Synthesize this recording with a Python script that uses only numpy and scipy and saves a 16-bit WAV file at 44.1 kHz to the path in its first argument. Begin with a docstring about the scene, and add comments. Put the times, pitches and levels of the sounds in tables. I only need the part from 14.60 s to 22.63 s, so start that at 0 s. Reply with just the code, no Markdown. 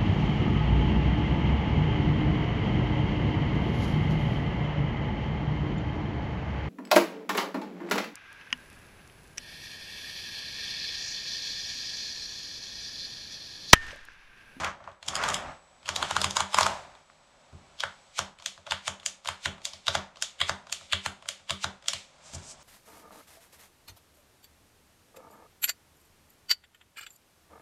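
"""Paper and line-space lever on a portable typewriter

A small quiet room with a faint high whine, one microphone: a sheet rasps in under the feed rollers and
drags round the platen while the ratchet clicks over its teeth. Then a hand works the line-space lever:
the pawl snaps, the platen turns a notch, the lever springs back; a hand brushes away at the end.
Contacts ring damped frame modes, jolts swell slow desk and case modes, paper is grainy shaped noise."""
import sys
import numpy as np
from scipy import signal
from scipy.fft import irfft
from scipy.io import wavfile

SR = 44100
rng = np.random.default_rng(int(sys.argv[2]) if len(sys.argv) > 2 else 0)


def master_out(mix):
    """Clip the mix to full scale and print it as 16-bit PCM to the path in sys.argv[1]."""
    frames = np.transpose(np.atleast_2d(mix))
    ceiling = np.clip(frames, -1, 1)
    pcm = np.round(ceiling * 32767).astype(np.int16)
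    wavfile.write(sys.argv[1], SR, pcm)


N = 354123   # length [samples]


def amp(db):
    """Decibels to gain."""
    return 10 ** (np.asarray(db) / 20)


def rms_one(x):
    """Scale to unit rms."""
    return x / np.sqrt(np.mean(x ** 2) + 1e-20)


def in_time(rows):
    """Columns of a curve table, drawn as straight lines with one value a sample."""
    s, *columns = np.transpose(rows)
    return [np.interp(np.arange(N) / SR, s, column) for column in columns]


def add(out, s, x):
    """Mix a short sound in at a time, cropped to the scene."""
    i = round(s * SR)
    x = x[max(-i, 0):N - i]
    start = max(i, 0)
    out[start:start + len(x)] += x


def grainy(spectrum, grains_per_s, spread_db, share):
    """Noise plus a power share of random slip grains, shaped by a spectrum; rms 1."""
    born = rng.random(N) < grains_per_s / SR
    size_db = spread_db * np.minimum(rng.exponential(1, N), 4)
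    grains = born * amp(size_db) * rng.choice([-1, 1], N)
    share = np.clip(share, 0, 1)
    raw = np.sqrt(1 - share) * rng.standard_normal(N) + np.sqrt(share) * rms_one(grains)
    hz, level_db = np.transpose(spectrum)
    bins_hz = np.maximum(np.arange(2049) * SR / 4096, 1)
    shape = amp(np.interp(np.log(bins_hz), np.log(hz), level_db, left=-90, right=-90))
    taps = np.roll(irfft(shape), 2048) * np.hanning(4096)
    return rms_one(signal.fftconvolve(raw, taps, "same"))


def fading(s, level_db, fade_s, before=False):
    """Gain that jumps at each time and fades away exponentially, or grows up to it."""
    jumps = np.zeros(N)
    np.add.at(jumps, (s * SR).astype(int), amp(level_db))
    step = -1 if before else 1   # growth is a fade run backwards
    return signal.lfilter([1], [1, -np.exp(-1 / (fade_s * SR))], jumps[::step] + 1e-18)[::step]


def swells(times, levels_db, modes, scatter_db):
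    """Each jolt makes slow modes swell and die away."""
    out, t = np.zeros(N), np.arange(round(0.4 * SR)) / SR
    chance = rng.standard_normal((len(times), len(modes), 2))
    for s, jolt_db, draws in zip(times, levels_db, chance):
        for (hz, mode_db, swell_s), (phase, uneven) in zip(modes, draws):
            shape = (t / swell_s * np.exp(1 - t / swell_s)) ** 2   # peaks at swell_s
            level_db = jolt_db + mode_db + scatter_db * uneven
            add(out, s, amp(level_db) * shape * np.sin(2 * np.pi * (hz * t + phase)))
    return out


# room tone at the microphone: (frequency [Hz], relative density [dB per Hz])
AIR_SPECTRUM = [(15, -13), (25, 13), (108, -22), (161, -3), (416, -8), (451, -9.5), (531, 9), (734, -15),
                (1260, -2), (6380, -45), (7920, -46), (8590, -26), (12500, -36), (16000, -94)]


def air():
    """Room tone: even shaped noise without grains."""
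    return amp(-69.5) * grainy(AIR_SPECTRUM, 100.0, spread_db=0, share=0)


# faint whine in the room: (time [s], level [dB rms])
WHINE_LEVEL = [(0, -85), (.4, -82), (.8, -69), (1.25, -72.5), (2.3, -77), (2.9, -78), (3.5, -72), (5, -115),
               (5.3, -87), (7.5, -102), (8.03, -86)]


def whine():
    """A thin tone of steady pitch high above the room noise, its level drifting."""
    level_db, = in_time(WHINE_LEVEL)
    return np.sqrt(2) * amp(level_db) * np.sin(2 * np.pi * 7840 * np.arange(N) / SR)


# Contacts at the machine, all levels relative:
# (time [s], peak [dB], dull body [dB], clack [dB], jolt into the desk [dB])
# the ratchet clicks over its teeth
TEETH_CONTACTS = [(0.0034, -38, -40, -32, -44.5), (0.0442, -19.5, -27, -36, -44),
                  (0.4834, -17.5, -31, -60, -49), (0.5342, -49, -38, -31, -64),
                  (0.5533, -13, -40, -39, -63), (0.563, -21, -37, -35, -58),
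                  (0.6365, -18.5, -30.5, -24, -59), (0.6865, -16.5, -29, -20, -49),
                  (0.7004, -20, -32, -26, -44.5), (0.7421, -11.5, -40, -53, -51),
                  (1.2886, -15, -25, -38, -44.5), (1.3605, -13.5, -26, -28, -46),
                  (1.426, -19, -24.5, -22, -46), (1.5084, -16, -26.5, -23, -41.5),
                  (1.564, -15, -24, -9, -38.5), (1.6148, -10.5, -23, -57, -41),
                  (1.6425, -10.5, -16, -53, -35.5), (1.707, -18.5, -29, -64, -46),
                  (1.767, -10, -15.5, -34, -47), (1.8036, -12.5, -16, -30, -42),
                  (1.943, -10, -20.5, -30, -43.5), (1.9848, -10, -14.5, -19, -48),
                  (2.0079, -8.5, -16, -31, -38), (2.0293, -12.5, -17.5, -41, -41),
                  (2.0637, -18, -13, -23, -56)]
# light ticks of slack parts and fingers
TICK_CONTACTS = [(0.2035, -61, -36.5, -65, -60), (0.2398, -43, -43, -56, -56),
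                 (0.2741, -59, -30.5, -41, -63), (0.2881, -53, -46, -53, -60), (0.315, -46, -48, -57, -74),
                 (0.4266, -28.5, -44, -60, -65), (1.2288, -47, -51, -39, -63), (1.257, -29, -54, -37, -64),
                 (2.3498, -46, -50, -65, -77), (2.498, -54, -51.5, -42, -73), (3.786, -39, -64, -61, -68),
                 (3.7983, -35.5, -46, -45, -81), (3.8222, -35.5, -50, -44, -82),
                 (3.9763, -41.5, -43, -45, -58), (4.0657, -30, -36, -53, -70),
                 (4.0718, -35, -30.5, -50, -63), (4.3976, -36, -62, -55, -66), (4.4298, -42, -48, -42, -78),
                 (4.647, -31, -36.5, -42, -74), (4.6559, -27.5, -33.5, -34, -57),
                 (4.98, -44, -50, -53, -69), (5.0164, -41, -55, -39, -74), (5.064, -43, -39, -43, -74),
                 (5.133, -24, -44.5, -42, -57), (5.557, -39.5, -53, -55, -70), (5.5692, -37, -44, -47, -66),
                 (6.068, -36, -45, -52, -67), (6.0955, -35, -45, -35, -72), (6.209, -41, -42.5, -59, -61),
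                 (6.623, -39, -46, -70, -69), (6.6562, -39, -45, -41, -70), (6.7956, -51, -50, -69, -64),
                 (7.2234, -41, -52, -56, -76), (7.2406, -42, -50, -55, -80), (7.2585, -37, -48, -45, -66),
                 (7.3325, -13, -32.5, -43, -50.5)]
# the hand bumps case and desk
BUMP_CONTACTS = [(2.9265, -53, -55, -61, -46), (7.734, -29, -45, -54, -44), (7.7508, -35, -45.5, -52, -45)]
# the pushed lever's pawl first grazes a tooth
GRAZE_CONTACTS = [(3.2035, -13.5, -30, -31, -62), (4.1089, -10, -25, -27, -48),
                  (4.6729, -13, -27, -26, -53), (5.2672, -16, -24, -35, -48),
                  (5.8024, -16, -27.5, -14, -43), (6.3234, -12, -29, -26, -44), (6.895, -17, -29, -16, -55)]
# the pushed lever's pawl catches a tooth
CATCH_CONTACTS = [(3.235, -15.5, -29, -23.5, -49), (4.119, -13, -28.5, -32, -47.5),
                  (4.6859, -12.5, -31, -34, -49), (5.2798, -6, -20.5, -34, -41),
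                  (5.8135, -10, -28.5, -10, -47.5), (6.3303, -10, -26, -26, -42),
                  (6.9047, -12, -28, -21, -41.5)]
# the platen has turned and the lever meets its stop
STOP_CONTACTS = [(3.5895, -14, -24.5, -40, -43), (4.2781, -17, -26, -52, -45),
                 (4.8565, -16, -23.5, -11.5, -39.5), (5.3513, -17, -18, -38, -40),
                 (5.894, -16.5, -22, -27.5, -41.5), (6.4601, -20.5, -28.5, -27, -42.5),
                 (7.042, -14.5, -25.5, -37, -41.5)]
# the released pawl snaps back
SNAP_CONTACTS = [(3.8594, -9.5, -37, -35, -65), (4.4606, -11, -38, -50, -66),
                 (5.0516, -10, -41.5, -52, -76), (5.623, -9, -34.5, -13, -70.5),
                 (6.1245, -10.5, -38, -42, -64.5), (6.687, -11, -35, -29, -67),
                 (7.2826, -5.5, -31, -41, -63)]
# how each kind touches, rows teeth, grazes, catches, stops, snaps, bumps, ticks:
# (0.6 kHz [dB over body], 1 kHz [dB over body], 2 kHz [dB over clack], 3.5 kHz [dB over peak],
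#  7 kHz [dB over peak], scrape before it [dB], scrape length [s], chatter length [s])
KIND_TOUCH = [(-2.5, 2.5, -6.5, -13.5, -11, -18, 0.01, 0.004), (-9, -8, -23, -16.5, -20, -19, .009, .004),
              (-2, 0.5, 19.5, -16.5, -17, -22.5, 0.0054, 0.0046),
              (-39, -0.5, 14, -12, -11, -20, 0.0075, 0.0035),
              (-7, -4, 4.5, -17, -12.5, -25, 0.0088, 0.0034), (-6, 0, -2, -21, -13, -25, 0.013, .0043),
              (-4, -1, -13, -14, -19.5, -24.5, 0.0092, 0.0041)]
# what each kind sets off, same rows:
# (desk thump [dB over jolt], case hum [dB over jolt], rumble [dB over jolt], hollow knock [dB over body],
#  drag [dB over body], rustle after [dB over peak], rustle before [dB over peak])
KIND_SETS_OFF = [(1, -4.5, -46, -47, -29, -69, -55), (0.5, -8.5, -31.5, -19.5, -43, -49, -46),
                 (4, -7, -20.5, -7.5, -40, -44, -51), (2.5, -3.5, -11, -13.5, -20.5, -36.5, -17.5),
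                 (3, 2.5, -12, -8, -27.5, -37.5, -56.5), (4, -14.5, -9.5, -1, -18, -37, -38),
                 (3, -6.5, -15.5, -9, -26.5, -29.5, -43.5)]


def each_contact():
    """Contact rows joined with the rules of their kind: (row, touch, sets off)."""
    tables = [TEETH_CONTACTS, GRAZE_CONTACTS, CATCH_CONTACTS, STOP_CONTACTS,
              SNAP_CONTACTS, BUMP_CONTACTS, TICK_CONTACTS]
    kinds = zip(tables, KIND_TOUCH, KIND_SETS_OFF)
    return [(row, touch, sets_off) for rows, touch, sets_off in kinds for row in rows]


def set_off():
    """Times, and the dB of thump, hum, rumble, knock, drag, rustle after and rustle before each contact."""
    rows = []
    for (s, peak_db, body_db, _, jolt_db), _, sets_off in each_contact():
        causes_db = np.repeat([jolt_db, body_db, peak_db], [3, 2, 2])
        rows.append((s, *(causes_db + sets_off)))
    return np.transpose(rows)


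# spectra of sliding paper and shaken machine: (frequency [Hz], relative density [dB per Hz])
DRAG_SPECTRUM = [(180, -57), (300, -27), (504, -2.5), (547, 5.5), (594, 8), (751, 7.5), (1390, 2),
                 (2120, -4.5), (5000, -20.5), (6500, -19.5), (11000, -120)]
RUSTLE_SPECTRUM = [(880, -68), (1500, -26), (1920, -8), (2300, -1.5), (2740, -4), (3660, -2), (4550, -5.5),
                   (7690, -8), (11200, -27), (16000, -49)]
RUMBLE_SPECTRUM = [(15, -57), (25, -10.5), (81, -0.5), (113, -18.5), (141, 1.5), (198, -11), (231, -4.5),
                   (309, -14), (385, -8), (450, -14), (580, -43), (990, -120)]
# times to change by a factor e [s]
DRAG_FADE_S, RUSTLE_FADE_S, RUMBLE_FADE_S, RUN_UP_S = 0.059, 0.055, 0.071, 0.014
# the sheet slides round the platen in three turns of the knob, then the hand rests on the lever:
# (time [s], dull drag [dB], bright rustle [dB])
FEED_LEVEL = [(0.0, -37, -40.5), (.132, -51, -72), (.42, -76, -96), (.482, -45.5, -76), (.658, -38, -40),
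              (.778, -40, -57), (.908, -43, -61.5), (1.008, -60.5, -69), (1.24, -64.5, -66.5),
              (1.43, -35.5, -45), (1.536, -56, -44.5), (1.666, -49, -52), (1.85, -65, -61),
              (2.0, -63, -36.5), (2.096, -43, -42.5), (2.29, -53.5, -63.5), (2.45, -65.5, -68.5),
              (3.03, -61, -65.5), (3.5, -63.5, -64), (3.75, -70, -85), (6.1, -67, -76), (6.24, -68, -57),
              (6.32, -68, -67), (7.4, -72.5, -79), (7.69, -56, -56.5), (8.03, -59.5, -62.5)]


def sliding():
    """Paper drags dull and gritty round the platen, rustle and lever rub are bright; contacts stir them."""
    drag_db, rustle_db = in_time(FEED_LEVEL)
    s, _, _, rumbles_db, _, drags_db, after_db, before_db = set_off()
    drag_gain = amp(drag_db) + fading(s, drags_db, DRAG_FADE_S)
    drag = drag_gain * grainy(DRAG_SPECTRUM, 900.0, spread_db=0.5, share=0.32)
    stirred = fading(s, after_db, RUSTLE_FADE_S) + fading(s, before_db, RUN_UP_S, before=True)
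    rustle = (amp(rustle_db) + stirred) * grainy(RUSTLE_SPECTRUM, 2500.0, spread_db=2.5, share=0.14)
    shaken = amp(drag_db - 7.5) + fading(s, rumbles_db, RUMBLE_FADE_S)   # follows the feed drag
    rumble = shaken * grainy(RUMBLE_SPECTRUM, 100.0, spread_db=3.0, share=0.2)
    return drag + rustle + rumble


# the sheet is pulled in under the feed rollers, one list a pull: (time [s], relative level [dB])
RASP_PULLS = [
    [(0.0, -40), (0.04, -26.5), (0.076, -26.5), (0.186, -64), (0.276, -50), (0.41, -86)],
    [(0.47, -65), (0.5, -45), (0.628, -25), (0.69, -27), (0.926, -49.5), (0.974, -82)],
]
# (frequency [Hz], relative density [dB per Hz])
RASP_SPECTRUM = [(240, -36), (400, -10.5), (1210, 5.5), (2120, -4), (2650, -8), (3680, -23), (4170, -23),
                 (6460, -17), (8000, -29), (10400, -54), (17600, -120)]


def rasp():
    """Coarse slips of paper against rubber."""
    silence = (RASP_PULLS[-1][-1][0] + 0.05, -100)
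    level_db, = in_time([*np.concatenate(RASP_PULLS), silence])
    return amp(level_db - 4.5) * grainy(RASP_SPECTRUM, 500.0, spread_db=0.0, share=0.72)


# corner frequencies of the contact colour [Hz]
CONTACT_COLOUR_HZ = [620, 1000, 1900, 3400, 7000]
# frame, platen and lever ring briefly: (frequency [Hz], width [Hz], relative level [dB])
FRAME_MODES = [(630, 84, -18), (814, 330, -7.5), (1057, 411, 2), (1394, 372, -3), (1411, 290, -2),
               (2240, 320, -21.5), (2530, 2600, -18), (3270, 837, 8.5), (4010, 460, 2), (4070, 255, -4),
               (4890, 740, 2), (5270, 420, -0.5), (5345, 410, -1.5), (6870, 1124, 4.5), (9240, 790, -28),
               (9260, 13000, -61), (11700, 8700, 8)]


def contacts(slips_per_s=1500.0, bounce_db=-16.0, bounce_s=0.0045, scatter_db=2.5):
    """Closing metal faces slip, chatter a few ms, bounce; all ring the frame (to microphone, all round)."""
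    out, t = np.zeros((2, N)), np.arange(round(0.03 * SR)) / SR
    near = np.arange(-round(0.08 * SR), round(0.08 * SR)) / SR   # time around the contact [s]
    hz, width_hz, mode_db = np.transpose(FRAME_MODES)[:, :, None]
    events = each_contact()
    chance = rng.standard_normal((len(events), len(FRAME_MODES), 1))
    sides = (-1) ** np.arange(len(FRAME_MODES))[:, None]   # neighbouring modes move in opposition
    forces = rng.standard_normal((len(events), len(near)))
    slips = rng.random(forces.shape) < slips_per_s / SR
    bounces = amp(bounce_db) * np.exp(-np.abs(near) / bounce_s) * (near > 0)
    for (row, touch, _), uneven, force, slip in zip(events, chance, forces, slips):
        s, peak_db, body_db, clack_db, _ = row
        *over_db, scrape_db, scrape_s, chatter_s = touch
        colour_db = np.repeat([body_db, clack_db, peak_db], [2, 1, 2]) + over_db
        tilt_db = np.interp(np.log(hz), np.log(CONTACT_COLOUR_HZ), colour_db)
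        level_db = mode_db + tilt_db + scatter_db * uneven
        rings = amp(level_db) * np.exp(-np.pi * width_hz * t) * np.sin(2 * np.pi * hz * t) * sides
        chatter = np.sin(np.pi * np.clip(near / max(chatter_s, 0.001), 0, 1))
        struck = signal.fftconvolve(rings, (chatter * force)[None, chatter > 1e-6], axes=1)
        # each mode keeps its energy through the chatter
        ring_size = np.linalg.norm(rings, axis=1, keepdims=True)
        struck *= ring_size / np.linalg.norm(struck, axis=1, keepdims=True)
        frame_ring = rings.sum(axis=0)
        add(out[0], s, struck.sum(axis=0))
        add(out[1], s, frame_ring)   # averaged over all directions the chatter leaves no notches
        closing = amp(scrape_db) * np.exp(-np.abs(near) / max(scrape_s, 0.002)) * (near < 0)
        scrape = signal.fftconvolve((closing + bounces) * force * slip, frame_ring)
        for direction in out:
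            add(direction, s + near[0], scrape)
    # contacts are kept between about 560 and 10500 Hz
    band = signal.butter(4, [560, 10500], "band", fs=SR, output="sos")
    return amp(9.5) * signal.sosfilt(band, out)


def room(x, t60_s=0.29, level_db=-34.0, wall_cut_hz=4200):
    """Dense reflections at the microphone: noise that dies away, the treble first."""
    t = np.arange(round(0.6 * SR)) / SR
    white = rng.standard_normal(len(t))
    dull = signal.sosfilt(signal.butter(1, wall_cut_hz, fs=SR, output="sos"), white)
    bright = white - dull
    tail = dull * amp(-60 * t / t60_s) + bright * amp(-60 * t / (0.6 * t60_s))
    tail *= 1 - np.exp(-t / 0.0006)   # reflections build up within a few ms
    return signal.fftconvolve(x, tail * amp(level_db))[:N]


# desk under the machine, its case, and the lever arm's hollow knock on the case:
# (frequency [Hz], relative level [dB], time to swell [s])
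DESK_MODES = [(86.8, -3, 0.024), (136.6, -6, 0.015)]
CASE_MODES = [(195, -2, 0.041), (269.8, -13.5, 0.025), (327, -9.5, 0.02), (390.3, -10, 0.036),
              (452.3, -14, 0.034)]
HOLLOW_MODES = [(568, -9, 0.013), (665, -5, 0.0084)]


def desk():
    """The jolt passes through case and feet into the desk; the lever arm knocks hollow on the case."""
    s, thump_db, hum_db, _, knock_db, *_ = set_off()
    thump = swells(s, thump_db, DESK_MODES, scatter_db=1.0)
    hum = swells(s, hum_db, CASE_MODES, scatter_db=2.0)
    knock = swells(s, knock_db, HOLLOW_MODES, scatter_db=2.0)
    return thump + hum + knock


# the hand brushes away over paper and case: (time [s], level [dB])
BRUSH_LEVEL = [(7.56, -72), (7.572, -89), (7.658, -54), (7.72, -57), (7.752, -38.5), (7.764, -52),
               (7.814, -58.5), (7.914, -43.5), (7.964, -69), (8.03, -57)]
# (frequency [Hz], relative density [dB per Hz])
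BRUSH_SPECTRUM = [(590, -33), (1000, -23), (2530, -7), (2970, -3), (3760, -5), (5000, 4.5), (7690, 7),
                  (11200, -14), (15000, -48)]


def brush():
    """Skin on paper: bright, fine grains."""
    silence = (BRUSH_LEVEL[0][0] - 0.05, -100)
    level_db, = in_time([silence, *BRUSH_LEVEL])
    return amp(level_db) * grainy(BRUSH_SPECTRUM, 1400.0, spread_db=4.0, share=0.22)


def scene():
    """Machine, desk, hand, room and room tone at one microphone."""
    direct, all_round = contacts()
    machine = direct + room(all_round) + desk()
    paper = sliding() + rasp() + brush()
    return (machine + paper + air() + whine())[None]


def record(dry):
    """The loudest peaks are gently rounded, the top is cut steeply."""
    top = 0.6   # ceiling of the rounding, full scale 1
    rounded = top * np.tanh(dry / top)
    return signal.sosfilt(signal.cheby2(12, 70, 16600, fs=SR, output="sos"), rounded)


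dry = scene()
out = record(dry)
master_out(out)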